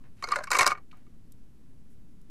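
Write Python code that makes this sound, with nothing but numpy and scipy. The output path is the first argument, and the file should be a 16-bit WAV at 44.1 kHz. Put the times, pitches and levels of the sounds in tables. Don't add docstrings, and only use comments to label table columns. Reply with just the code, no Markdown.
import sys
import numpy as np
from scipy import signal
from scipy.io import wavfile
from scipy.ndimage import uniform_filter1d

SR = 44100
rng = np.random.default_rng(int(sys.argv[2]) if len(sys.argv) > 2 else 0)


def volts_from_decibels(level):
    exponent = np.asarray(level, float) / 20
    return 10 ** exponent


def unload_wav(signal):
    wavfile.write(
        sys.argv[1],
        SR,
        np.round(np.clip(np.atleast_2d(signal).T, -1, 1) * 32767).astype(np.int16),
    )


N = 101429

# frequency in Hz, level in dB, time to fade by 60 dB in seconds.
LARGE_PIECE = [(1075, 4, 0.088), (1173, -2.5, 0.074), (1190, -11, 0.088), (1195, -1, 0.06),
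               (1275, -7.5, 0.052), (1390, -10, 0.084), (1660, -16, 0.024), (1820, -11, 0.03),
               (1904, -17, 0.051), (2223.5, -7, 0.065), (2316, -16.5, 0.035), (2450, -13, 0.035),
               (2715, -16.5, 0.04), (3000, -22.5, .02)]
# frequency in Hz, level in dB, time to fade by 60 dB in seconds.
SMALL_PIECE = [(999, -9.5, 0.018), (1058, 1.5, 0.084), (1240, -3.5, 0.034), (1375, 9.5, 0.009),
               (1578.5, 3, 0.017), (2040, -1, 0.034), (2230, -19.5, 0.026), (2470, -19.5, .025)]


def evened(x):
    return x / np.sqrt(np.mean(x ** 2) + 1e-20)


def low(x, hz, order=2):
    return signal.sosfilt(signal.butter(order, hz, fs=SR, output="sos"), x)


def add(mix, s, sound):
    part = mix[round(s * SR):][:len(sound)]
    part += sound[:len(part)]


def contacts(length, size=1500):
    u = np.arange(size) / SR / max(length, .0005)
    grit_db = 4.5
    grit = rng.standard_normal(size) * volts_from_decibels(grit_db * rng.standard_normal(size))
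    rise = np.minimum(u / 0.079, 1)
    return grit * rise * np.exp(-2 * u ** 2)


def ring(modes, from_hz, size=5000):
    spread_db, detune, longest_t60 = 4, 0.011, .055
    t = np.arange(size) / SR
    hz, db, t60 = np.transpose(modes)[:, :, None]
    weight, tune = rng.standard_normal((2, len(modes), 1))
    fading_db = db + spread_db * weight - 60 * t / np.clip(t60, .001, longest_t60)
    tones = volts_from_decibels(fading_db) * np.sin(2 * np.pi * hz * (1 + detune * tune) * t)
    bass_cut = signal.butter(4, from_hz, "high", fs=SR, output="sos")
    return signal.sosfilt(bass_cut, tones.sum(0))


def as_modes(peaks):
    return [(hz, db + 20 * np.log10(width / 500), 1.8 / width) for hz, width, db in peaks]


def bodies(piece, spot_hz=4300, top_hz=12500):
    # frequency in Hz, width in Hz, level in dB.
    crack_peaks = [(4000, 150, -10), (4250, 110, 0.5), (4767, 180, -5.5), (5100, 260, -4), (5710, 1300, -2),
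                   (6590, 300, -2.5), (7220, 350, -1.5), (7910, 250, -5), (8290, 280, -6.5),
                   (9230, 540, -5), (10190, 260, -7.5), (11600, 700, -19.5), (12700, 900, -21),
                   (14000, 900, -27)]
    # frequency in Hz, width in Hz, level in dB.
    box_peaks = [(410, 230, 1), (587, 100, 3.5), (675, 220, 7), (720, 150, -2)]
    bright_spot = (spot_hz, 260, 6.5)  # Hz, width Hz, dB
    piece_ring = low(ring(piece, 1220), 2780)
    crack = low(ring(as_modes([*crack_peaks, bright_spot]), 3700), top_hz)
    box = low(ring(as_modes(box_peaks), 330), 2780)
    return piece_ring, crack, box


def peaked(drive, body, db):
    out = signal.fftconvolve(drive, body)
    loudest = uniform_filter1d(out ** 2, size=88).max()
    return volts_from_decibels(db) * out / np.sqrt(2 * loudest)


def knock(piece, s, db, crack_db, spot_hz, length):
    drive = contacts(length)
    top_hz = max(12500 + 294.5 * (db + 11.5), 2.1 * spot_hz)
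    levels = (db, crack_db, db - 19)
    parts = zip(bodies(piece, spot_hz, top_hz), levels)
    return s, sum(peaked(drive, body, level_db) for body, level_db in parts)


def add_knocks(toys):
    # start in seconds, ring level in dB, crack level in dB,
    # brightest crack frequency in Hz, contact length in seconds.
    first_knocks = [(0.2244, -32, -42, 4400, 0.0037), (0.2401, -25.5, -40.5, 4250, 0.0032),
                    (0.272, -35.5, -48, 6300, 0.0075), (0.287, -29.5, -34.5, 4200, 0.0044),
                    (0.306, -29, -66, 4140, 0.017), (0.3182, -21, -29.5, 4700, 0.0052),
                    (.321, -23.5, -40.5, 4440, 0.0066), (0.332, -23, -63, 4300, 0.011),
                    (0.471, -34.5, -46.5, 5530, 0.011), (0.928, -48.5, -65, 4300, .008),
                    (1.065, -61, -73, 4300, .008), (0.751, -36.5, -83, 4400, .006),
                    (0.773, -41, -61, 4450, 0.017)]
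    small_knocks = [
        (0.358, -21, -34.5, 8000, 0.0063),
        (0.361, -25.5, -34, 4200, 0.01),
        (0.386, -26.5, -43, 4286, 0.0076),
        (0.404, -33, -74, 4300, .011),
        (0.423, -41.5, -60, 8000, .003),
        (.436, -33.5, -37.5, 5270, 0.0077),
        (0.44, -35, -38.5, 8170, 0.0049),
        (0.53, -17, -26.5, 4353, 0.01),
        (.566, -21, -27.5, 8000, 0.0095),
        (0.76, -46, -73, 4450, .004),
    ]
    hard_knocks = [(0.5045, -25, -29.5, 4900, 0.0034), (0.515, -17.5, -19, 7500, .006),
                   (0.546, -17.5, -34, 8200, 0.0068), (0.552, -16, -31, 8200, .005),
                   (0.5868, -15.5, -17, 7583, .006), (0.592, -11, -17.5, 4327, .007),
                   (.6085, -11, -18, 4545, .004), (.616, -18, -23, 7800, .005),
                   (.630, -15.5, -21.5, 5200, .006), (0.644, -17, -36.5, 5500, .005),
                   (0.659, -21.5, -39.5, 5000, .004), (0.66, -24, -26, 5000, .004),
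                   (0.6643, -13.5, -14, 5100, 0.005), (0.6747, -14.5, -16.5, 5247, 0.0065),
                   (.703, -21, -44, 4300, .006), (0.708, -22, -38.5, 4262, .005),
                   (0.711, -23.5, -38.5, 4500, .005), (0.717, -16, -38, 4713, 0.005),
                   (0.7254, -33, -58, 4400, .003), (0.485, -45, -60, 5000, .003),
                   (0.048, -65, -89, 4300, .006)]
    for piece, rows in ((LARGE_PIECE, first_knocks), (SMALL_PIECE, small_knocks), (LARGE_PIECE, hard_knocks)):
        for row in rows:
            add(toys, *knock(piece, *row))


def ping(s, db, hz, t60):
    t = np.arange(5000) / SR
    swell = 1 - np.exp(-(t / .002) ** 2)
    return s, volts_from_decibels(db - 60 * t / t60) * swell * np.sin(2 * np.pi * hz * t)


def add_pings(toys):
    # start in seconds, peak level in dB, frequency in Hz, time to fade by 60 dB in seconds.
    pings = [(0.2255, -25, 1096, 0.045), (.227, -55, 2290, .04), (0.2382, -15.5, 4320, 0.017),
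             (.240, -23.5, 4790, 0.018), (0.238, -37, 1139, 0.056), (.240, -22, 2160, 0.032),
             (.275, -41, 6600, .025), (.288, -33, 4350, .025), (.308, -36, 4100, .03),
             (.319, -24.5, 5130, .015), (0.32, -31, 4320, .07), (.321, -27, 2230, .06),
             (0.3207, -15, 1168, 0.026), (0.33, -25, 1100, 0.052), (0.357, -17, 1450, 0.035),
             (.364, -26.5, 590, 0.075), (.387, -35.5, 4300, .03), (.408, -32.5, 618, .07),
             (0.412, -35, 1557, .04), (0.438, -31.5, 1615, .04), (0.4741, -30.5, 1098, 0.058),
             (.473, -38.5, 2230, .04), (0.507, -27.5, 1036, .04), (.515, -19, 2283, .04),
             (.516, -20, 1068, 0.053), (0.517, -19.5, 1453, .05), (0.517, -24.5, 7300, .02),
             (0.534, -24.5, 1830, .04), (0.547, -34, 8250, .05), (0.551, -23.5, 1566, .05),
             (.549, -21, 1090, 0.045), (.588, -15.5, 2214, 0.062), (.595, -17.5, 1064, .05),
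             (.591, -23, 4273, .07), (0.611, -17, 1100, .04), (.611, -26.5, 2710, .09),
             (.612, -25.5, 7730, .05), (0.632, -30, 5100, .02), (.665, -17, 4940, .025),
             (.666, -19, 2230, .06), (.666, -26, 730, .05), (.675, -21.5, 9600, .02),
             (.675, -22.5, 2250, .04), (0.701, -32, 4340, .03), (.714, -24.5, 2230, .06),
             (0.706, -28, 1126, .04), (.929, -49, 1227, .07)]
    for row in pings:
        add(toys, *ping(*row))


def add_thump(toys):
    t = np.arange(2000) / SR
    add(toys, .608, volts_from_decibels(-31.5 - 60 * t / .05) * np.sin(2 * np.pi * 118 * t))


def stir():
    # time in seconds, stirring level in dB.
    passes = [
        [(0.224, -56), (0.244, -37.5), (0.256, -62), (0.316, -48), (0.384, -50.5), (0.422, -65), (0.438, -53),
         (0.498, -78.5)],
        [(0.504, -42.5), (0.518, -30.5), (0.522, -35.5), (0.574, -31.5), (0.58, -44), (0.59, -28),
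         (0.63, -28.5), (0.655, -51)],
        [(0.657, -41.5), (0.665, -29.5), (0.679, -27.5), (0.689, -41.5), (0.726, -41.5), (0.745, -78),
         (0.787, -72), (0.8, -94.5)],
    ]
    hits_per_s, grain_db, slide_db = 2500, 4, -6.5
    ring_db, crack_db, box_db = 1.5, -9, -4
    t = np.arange(N) / SR
    effort = sum(volts_from_decibels(np.interp(t, *np.transpose(rows), left=-150, right=-150)) for rows in passes)

    happens = rng.random(N) < hits_per_s / SR
    strength = volts_from_decibels(grain_db * np.minimum(rng.exponential(1, N), 4))
    hits = evened(happens * rng.choice([-1., 1.], N) * strength)

    spot, out = rng.integers(0, 8, N), np.zeros(N)
    for k in range(8):
        parts = zip(bodies([LARGE_PIECE, SMALL_PIECE][k % 2]), (ring_db, crack_db, box_db))
        body = sum(volts_from_decibels(level_db) * b / np.linalg.norm(b) for b, level_db in parts)
        out += signal.oaconvolve(hits * effort * (spot == k), body)[:N]

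    edge_body = bodies(LARGE_PIECE, 6000, 12435)[1]
    edge = signal.oaconvolve(rng.standard_normal(N), edge_body)[:N]
    return low(out, 8000, order=1) + volts_from_decibels(slide_db) * effort * evened(edge)


def rub(start, length, lo_hz, hi_hz, db):
    patches = evened(uniform_filter1d(rng.standard_normal(9000), size=150))
    grit = rng.standard_normal(9000) * volts_from_decibels(2.0 * patches)
    band = signal.butter(2, [lo_hz, hi_hz], "band", fs=SR, output="sos")
    hiss = signal.sosfilt(band, grit)[-round(length * SR):]
    swell = np.sin(np.pi * np.linspace(0, 1, len(hiss)) ** .5)
    return start, volts_from_decibels(db) * evened(hiss) * swell


def add_rubs(toys):
    # start in seconds, length in seconds, lowest frequency in Hz, highest frequency in Hz.
    rubs = [(1.9, .06, 6000, 14000), (.165, .2, 700, 3500), (2.288, .03, 200, 4000), (.04, .07, 300, 1900),
            (.9125, .010, 1700, 3800), (.36, .075, 470, 720), (.001, .03, 950, 1200), (.72, .11, 300, 1000),
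            (.655, .08, 100, 400), (.28, .03, 330, 480), (1.12, .05, 1100, 1350), (.0388, .009, 400, 2500),
            (.92, .14, 400, 2200), (.15, .2, 4500, 12000)]
    rub_db = [-74, -67, -78, -66.5, -53, -41, -73, -56.5, -46, -45.5, -81, -63.5, -67.5, -76]
    for row, db in zip(rubs, rub_db):
        add(toys, *rub(*row, db))


def tick(s, db, length, from_hz):
    thin = signal.firwin(31, from_hz, pass_zero=False, fs=SR)
    return s, peaked(contacts(length), thin, db)


def add_ticks(toys):
    # start in seconds, peak level in dB, length in seconds, lowest frequency in Hz.
    ticks = [
        (0.917, -63, 0.0018, 1500),
        (0.971, -61, 0.0027, 5000),
        (1.32, -48.5, 0.0062, 3180),
        (1.324, -68, .003, 4510),
        (1.907, -72, 0.0023, 4000),
        (2.215, -60, 0.0039, 4480),
    ]
    for row in ticks:
        add(toys, *tick(*row))


def desk(x):
    notch_hz, width_hz, depth = 3380, 520, .65
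    band = signal.lfilter(*signal.iirpeak(notch_hz, notch_hz / width_hz, fs=SR), x)
    return x - depth * band


def office(x):
    room_db, room_t60, dull_hz = -19, .11, 3500
    taps = np.zeros(SR // 2)
    at = np.arange(100, len(taps) - 20, 20)
    taps[at + rng.integers(0, 20, len(at))] = rng.choice([-1., 1.], len(at))
    fading = taps * volts_from_decibels(-60 * np.arange(len(taps)) / SR / room_t60)
    tail = signal.lfilter(*signal.butter(1, dull_hz, fs=SR), fading)
    return volts_from_decibels(room_db) * signal.fftconvolve(x, tail / np.linalg.norm(tail))[:N]


def air():
    # frequency in Hz, level in dB per Hz.
    colour = [(8, -2), (26, -23), (42, -19), (236, -23), (555, -44), (900, -48.5), (4000, -57),
              (14500, -61)]
    air_db, patch_db = -51.5, 0.17
    frames, hz = N // 512 + 5, np.fft.rfftfreq(2048, 1 / SR)
    a, b, patches = rng.standard_normal((frames, 1025, 3)).T
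    patches = uniform_filter1d(patches, size=8, axis=0)
    patches = evened(uniform_filter1d(patches, size=8, axis=1))
    f, db = np.transpose(colour)
    shape = np.interp(np.log(hz + 1), np.log(f + 1), db)[:, None]
    spectrum = (a + 1j * b) * volts_from_decibels(shape + patch_db * patches)
    noise = signal.istft(spectrum, nperseg=2048, noverlap=1536)[1][:N]
    return volts_from_decibels(air_db) * evened(noise)


def scene():
    toys = np.zeros(N)
    add_knocks(toys)
    add_pings(toys)
    add_thump(toys)
    add_rubs(toys)
    add_ticks(toys)
    toys = desk(toys + stir())
    return np.array([toys + office(toys) + air()])


def roll_off(x):
    return signal.sosfilt(signal.butter(12, 15540, fs=SR, output="sos"), x)


def record(dry):
    duck_from_db, duck_share, recover_db_per_s = -34, 0.11, 37.5
    power_db = 10 * np.log10(abs(uniform_filter1d((dry ** 2).mean(0), size=2000)) + 1e-12)
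    fall = np.arange(N) * recover_db_per_s / SR
    held_db = np.maximum.accumulate(power_db + fall) - fall
    over_db = np.maximum(held_db - duck_from_db, 0)
    ducked = dry / volts_from_decibels(duck_share * uniform_filter1d(over_db, size=1000))
    treble_cut = signal.firwin(71, 14050, window=("kaiser", 7), fs=SR)
    cut = signal.oaconvolve(ducked, treble_cut[None], "same")
    return roll_off(cut - .0071)


dry = scene()
out = record(dry)
unload_wav(out)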